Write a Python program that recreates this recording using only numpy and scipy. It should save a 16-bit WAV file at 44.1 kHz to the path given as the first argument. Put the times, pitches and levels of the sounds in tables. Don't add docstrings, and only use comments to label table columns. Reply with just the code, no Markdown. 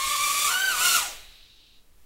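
import sys
import numpy as np
from scipy import signal
from scipy.fft import rfft, irfft, next_fast_len
from scipy.io import wavfile
from scipy.ndimage import uniform_filter1d, map_coordinates

SR = 44100
rng = np.random.default_rng(int(sys.argv[2]) if len(sys.argv) > 2 else 0)


def master(y):
    cut = np.clip(np.atleast_2d(y).T, -1, 1)
    pcm = np.round(cut * 32767)
    wavfile.write(sys.argv[1], SR, pcm.astype(np.int16))


def amplitude_ratio(level_db):
    exponent = np.asarray(level_db, float) / 20
    return 10 ** exponent


N = 90537

# time in seconds, blade-pass frequency in Hz, level in dB.
ROTOR_A = [(0, 1165, -39), (.06, 1205, -37.5), (0.102, 1161, -36.5), (0.138, 1195, -28),
           (0.199, 1168, -54.5), (0.302, 1203, -36.5), (0.359, 1247, -45.5), (0.462, 1238, -39.5),
           (.485, 1360, -41.5), (.51, 1491, -33), (.58, 1490, -29), (0.632, 1552, -27.5),
           (.72, 1524, -36.5), (.76, 1440, -40.5), (0.809, 1471, -32), (0.869, 1425, -24),
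           (.93, 1465, -35.5), (.965, 1418, -23.5)]
ROTOR_B = [(.06, 1086, -35.5), (0.119, 1130, -41.5), (0.179, 1100, -42), (0.242, 1090, -42.5),
           (.29, 1150, -34.5), (0.362, 1143, -37.5), (0.421, 1167, -32), (.475, 1170, -34.5),
           (.5, 1375, -36), (.55, 1445, -29), (0.602, 1525, -39), (.685, 1515, -31.5), (.73, 1330, -29),
           (.775, 1090, -39), (.815, 1320, -31.5), (0.852, 1397, -37), (0.931, 1340, -30.5),
           (.965, 1350, -34)]
ROTOR_C = [(0, 1060, -43.5), (0.041, 1110, -37.5), (.1, 1109, -51), (.24, 1180, -26), (0.331, 1157, -52),
           (0.458, 1172, -29.5), (0.489, 1113, -35), (0.531, 891.8, -42), (.575, 1012, -58.5),
           (0.601, 950, -68.5), (.69, 950, -56), (0.718, 1054, -46), (0.782, 947.7, -46), (.82, 1003, -41),
           (.87, 1070, -36.5), (0.932, 1145, -47), (.965, 1142, -53.5)]
ROTOR_D = [(0, 1115, -44.5), (0.171, 1074, -42), (0.302, 1126, -39.5), (.45, 1200, -42), (0.511, 1000, -49),
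           (0.551, 1179, -44), (.575, 1150, -41), (.6, 1146, -69.5), (0.691, 1150, -69.5),
           (0.721, 1220, -45.5), (0.758, 1250, -39), (0.799, 1200, -37), (0.858, 1296, -56),
           (0.919, 1240, -49.5), (.965, 1287, -37.5)]
# multiple of shaft speed, level in dB.
SHAFT_ORDERS = [(1, -21), (2, 0), (3, -17), (4, -7), (5, -17), (6, -12), (7, -30), (8, -16), (10, -18),
                (12, -22), (14, -23), (16, -17), (18, -27), (20, -29)]
UNBALANCE_DB = [2, -7.5, -6.5, -2.5]
DRAG = [1.2, 1.05, .95, 1.1]
# time in seconds, level in dB.
WASH_LEVEL = [
    (0.0, -30.5),
    (0.142, -32),
    (0.158, -29),
    (0.478, -25.5),
    (0.572, -34.5),
    (0.714, -32.5),
    (0.862, -22.5),
    (0.968, -23.5),
    (1.0, -30),
]
# frequency in Hz, level in dB.
WASH_SPECTRUM = [(150, -18), (600, -11), (1700, -13.5), (2600, 1.5), (5000, -3), (7500, 2), (11000, -4.5),
                 (16000, -7)]
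# frequency in Hz, level in dB.
WINDAGE_SPECTRUM = [(200, -7), (900, -4), (2200, 7), (6000, -11.5), (11000, -7.5), (16000, -11.5)]
# frequency in Hz, T60 in seconds.
ROOM_T60 = [(200, .5), (1400, .4), (4000, .42), (12000, .33)]
# frequency in Hz, level in dB.
HISS_SPECTRUM = [(100, 0), (180, 0), (350, -2), (700, -9), (1400, -11), (3000, -13), (6000, -21),
                 (16000, -30)]
# frequency in Hz, level in dB.
RUMBLE_SPECTRUM = [(8, 10.5), (25, 1), (45, 0), (65, -7.5), (110, -15.5), (160, -31), (400, -32.5)]
# time in seconds, level in dB.
DRAUGHT_LEVEL = [(0.0, -61), (0.07, -41), (0.14, -65.5), (0.23, -45), (0.3, -62.5), (0.35, -53),
                 (0.45, -66), (0.46, -50.5), (0.63, -61), (0.73, -49), (0.9, -58), (0.93, -48), (1.92, -58),
                 (2.05, -53.5)]
# frequency in Hz, level in dB.
PALM_SPECTRUM = [(100, -20), (300, -4.5), (700, 3), (1300, -8), (3000, -37)]
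# centre in Hz, width in Hz, level in dB.
CAN_MODES = [(2750, 800, -4), (3850, 480, -3), (3550, 1900, -1.5)]

CUT_S, COAST_S = 0.96, 0.2
SPEED_JITTER = .004
FLUTTER_DB, FLUTTER_PER_ORDER_DB, FLUTTER_MAX_DB = 2, .3, 3.5
TONE_LAW, IDLE_DB, IDLE_LAW = 12.6, -38, 3.2
BLADE_GATE = 0.36
EDDY_DB, EDDY_RATE_HZ = -2.5, 330
WASH_LAW, WINDAGE_DB, WINDAGE_LAW = 2.67, -41.5, 1.3
ROOM_DB, HISS_DB = -7.5, -68.5
PALM_DB, PALM_LAW, CATCH_S, REACH_S = -50, 1.4, 0.44, 0.027
BRUSH_DB, BRUSH_FADE_DB_PER_S, BRUSH_WAVER_DB, BRUSH_ROUGH_DB = -54, 13, .8, 1
BRUSH_LOW_CUT_HZ, STOP_S, STOP_FADE_S = 2200, 1.795, .025


def unit(x):
    return x / np.sqrt(np.mean(x ** 2) + 1e-20)


def along(points, hz):
    point_hz, values = np.transpose(points)
    return np.interp(np.log(hz + 1), np.log(point_hz + 1), values)


def curves(rows):
    time_s, *columns = np.transpose(rows)
    return [np.interp(np.arange(N) / SR, time_s, column) for column in columns]


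def wobble(rate_hz):
    return map_coordinates(rng.standard_normal(2000), [np.arange(N) * rate_hz / SR])


def filtered(x, response):
    size = next_fast_len(N + SR // 2)
    spectrum = rfft(x, size) * response(np.fft.rfftfreq(size, 1 / SR))
    return irfft(spectrum, size)[..., :N]


def noise(spectrum):
    return unit(filtered(rng.standard_normal(N), lambda hz: amplitude_ratio(along(spectrum, hz))))


def coast():
    return np.exp(-np.clip(np.arange(N) / SR - CUT_S, 0, None) / COAST_S)


def shaft_tone(turn, odd_db):
    tone = 0
    for k, order_db in SHAFT_ORDERS:
        flutter_db = min(FLUTTER_DB * (k > 1) + FLUTTER_PER_ORDER_DB * k, FLUTTER_MAX_DB)
        level_db = order_db + odd_db * (k % 2) + flutter_db * wobble(55 + 12 * k)
        tone = tone + amplitude_ratio(level_db) * np.sin(k * turn + 2 * np.pi * rng.random())
    return tone


def blade_wash(turn, pass_hz):
    eddies = 0
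    for k in range(1, 12):
        level = amplitude_ratio(along(WASH_SPECTRUM, k * pass_hz))
        eddies = eddies + level * wobble(EDDY_RATE_HZ * (1 + k / 10)) * np.cos(2 * k * turn)
    hiss = noise(WASH_SPECTRUM) * (1 + BLADE_GATE * np.cos(2 * turn))
    return unit(hiss) + amplitude_ratio(EDDY_DB) * unit(eddies)


def rotor(rows, odd_db, drag):
    blade_hz, level_db = curves(rows)
    speed = coast() ** drag
    jitter = SPEED_JITTER / np.maximum(speed, .2) ** 2 * wobble(80)
    shaft_hz = uniform_filter1d(blade_hz, size=400) / 2 * speed * (1 + jitter)
    turn = 2 * np.pi * (np.cumsum(shaft_hz) / SR + rng.random())
    tone = shaft_tone(turn, odd_db)
    wash = blade_wash(turn, blade_hz * speed)
    driven = coast() ** TONE_LAW
    gain = amplitude_ratio(level_db) * driven + amplitude_ratio(IDLE_DB) * (1 - driven) * speed ** IDLE_LAW
    return np.sqrt(2) * gain * tone, wash, amplitude_ratio(level_db / 2)


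def rotors():
    parts = map(rotor, (ROTOR_A, ROTOR_B, ROTOR_C, ROTOR_D), UNBALANCE_DB, DRAG)
    tones, washes, shares = map(np.array, zip(*parts))
    wash = unit(np.sum(washes * shares, axis=0) / np.linalg.norm(shares, axis=0))
    wash_db, = curves([row for row in WASH_LEVEL if row[0] < CUT_S + .02])
    gust_db = wash_db - 0.94 + .5 * wobble(25) + 0.66 * wobble(90)
    windage = amplitude_ratio(WINDAGE_DB) * coast() ** WINDAGE_LAW * noise(WINDAGE_SPECTRUM)
    return sum(tones) + amplitude_ratio(gust_db) * coast() ** WASH_LAW * wash + windage


def room(x):
    hz, time_s, bins = signal.stft(rng.standard_normal(SR), SR, nperseg=256)
    decay = amplitude_ratio(-60 * time_s / along(ROOM_T60, hz)[:, None])
    tail = signal.istft(bins * decay, SR, nperseg=256)[1]
    delayed = np.pad(x, (300, 0))
    return signal.fftconvolve(delayed, tail / np.linalg.norm(tail))[:N]


def microphone_floor():
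    draught_db, = curves(DRAUGHT_LEVEL)
    hiss = amplitude_ratio(HISS_DB) * noise(HISS_SPECTRUM)
    return hiss + amplitude_ratio(draught_db + 1.5 * wobble(3.1)) * noise(RUMBLE_SPECTRUM)


def palm():
    near = 1 / (1 + np.exp((CATCH_S - np.arange(N) / SR) / REACH_S))
    return amplitude_ratio(PALM_DB + 2.5 * wobble(16)) * near * coast() ** PALM_LAW * noise(PALM_SPECTRUM)


def can_response(hz):
    modes = 0
    for centre_hz, width_hz, db in CAN_MODES:
        damping = 1j * hz * width_hz
        modes = modes + amplitude_ratio(db) * damping / (centre_hz * centre_hz - hz * hz + damping)
    return modes ** 2 / (1 + (BRUSH_LOW_CUT_HZ / (hz + 1)) ** 10)


def brushes():
    t = np.arange(N) / SR
    friction = rng.standard_normal(N) * amplitude_ratio(BRUSH_ROUGH_DB * wobble(200))
    scrape = unit(filtered(friction, can_response))
    running = 1 / (1 + np.exp((t - STOP_S) / STOP_FADE_S * 2))
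    level_db = BRUSH_DB - BRUSH_FADE_DB_PER_S * (t - 1.25) + BRUSH_WAVER_DB * wobble(6.5)
    return amplitude_ratio(level_db) * running * scrape


def scene():
    drone = rotors() + brushes() + palm()
    mono = drone + amplitude_ratio(ROOM_DB) * room(drone) + microphone_floor()
    return np.array([mono, mono])


def low_pass(x):
    return signal.sosfilt(signal.butter(12, 17070, fs=SR, output="sos"), x)


def record(dry):
    mix = filtered(dry, lambda hz: hz < 15750)
    return low_pass(mix)


dry = scene()
out = record(dry)
master(out)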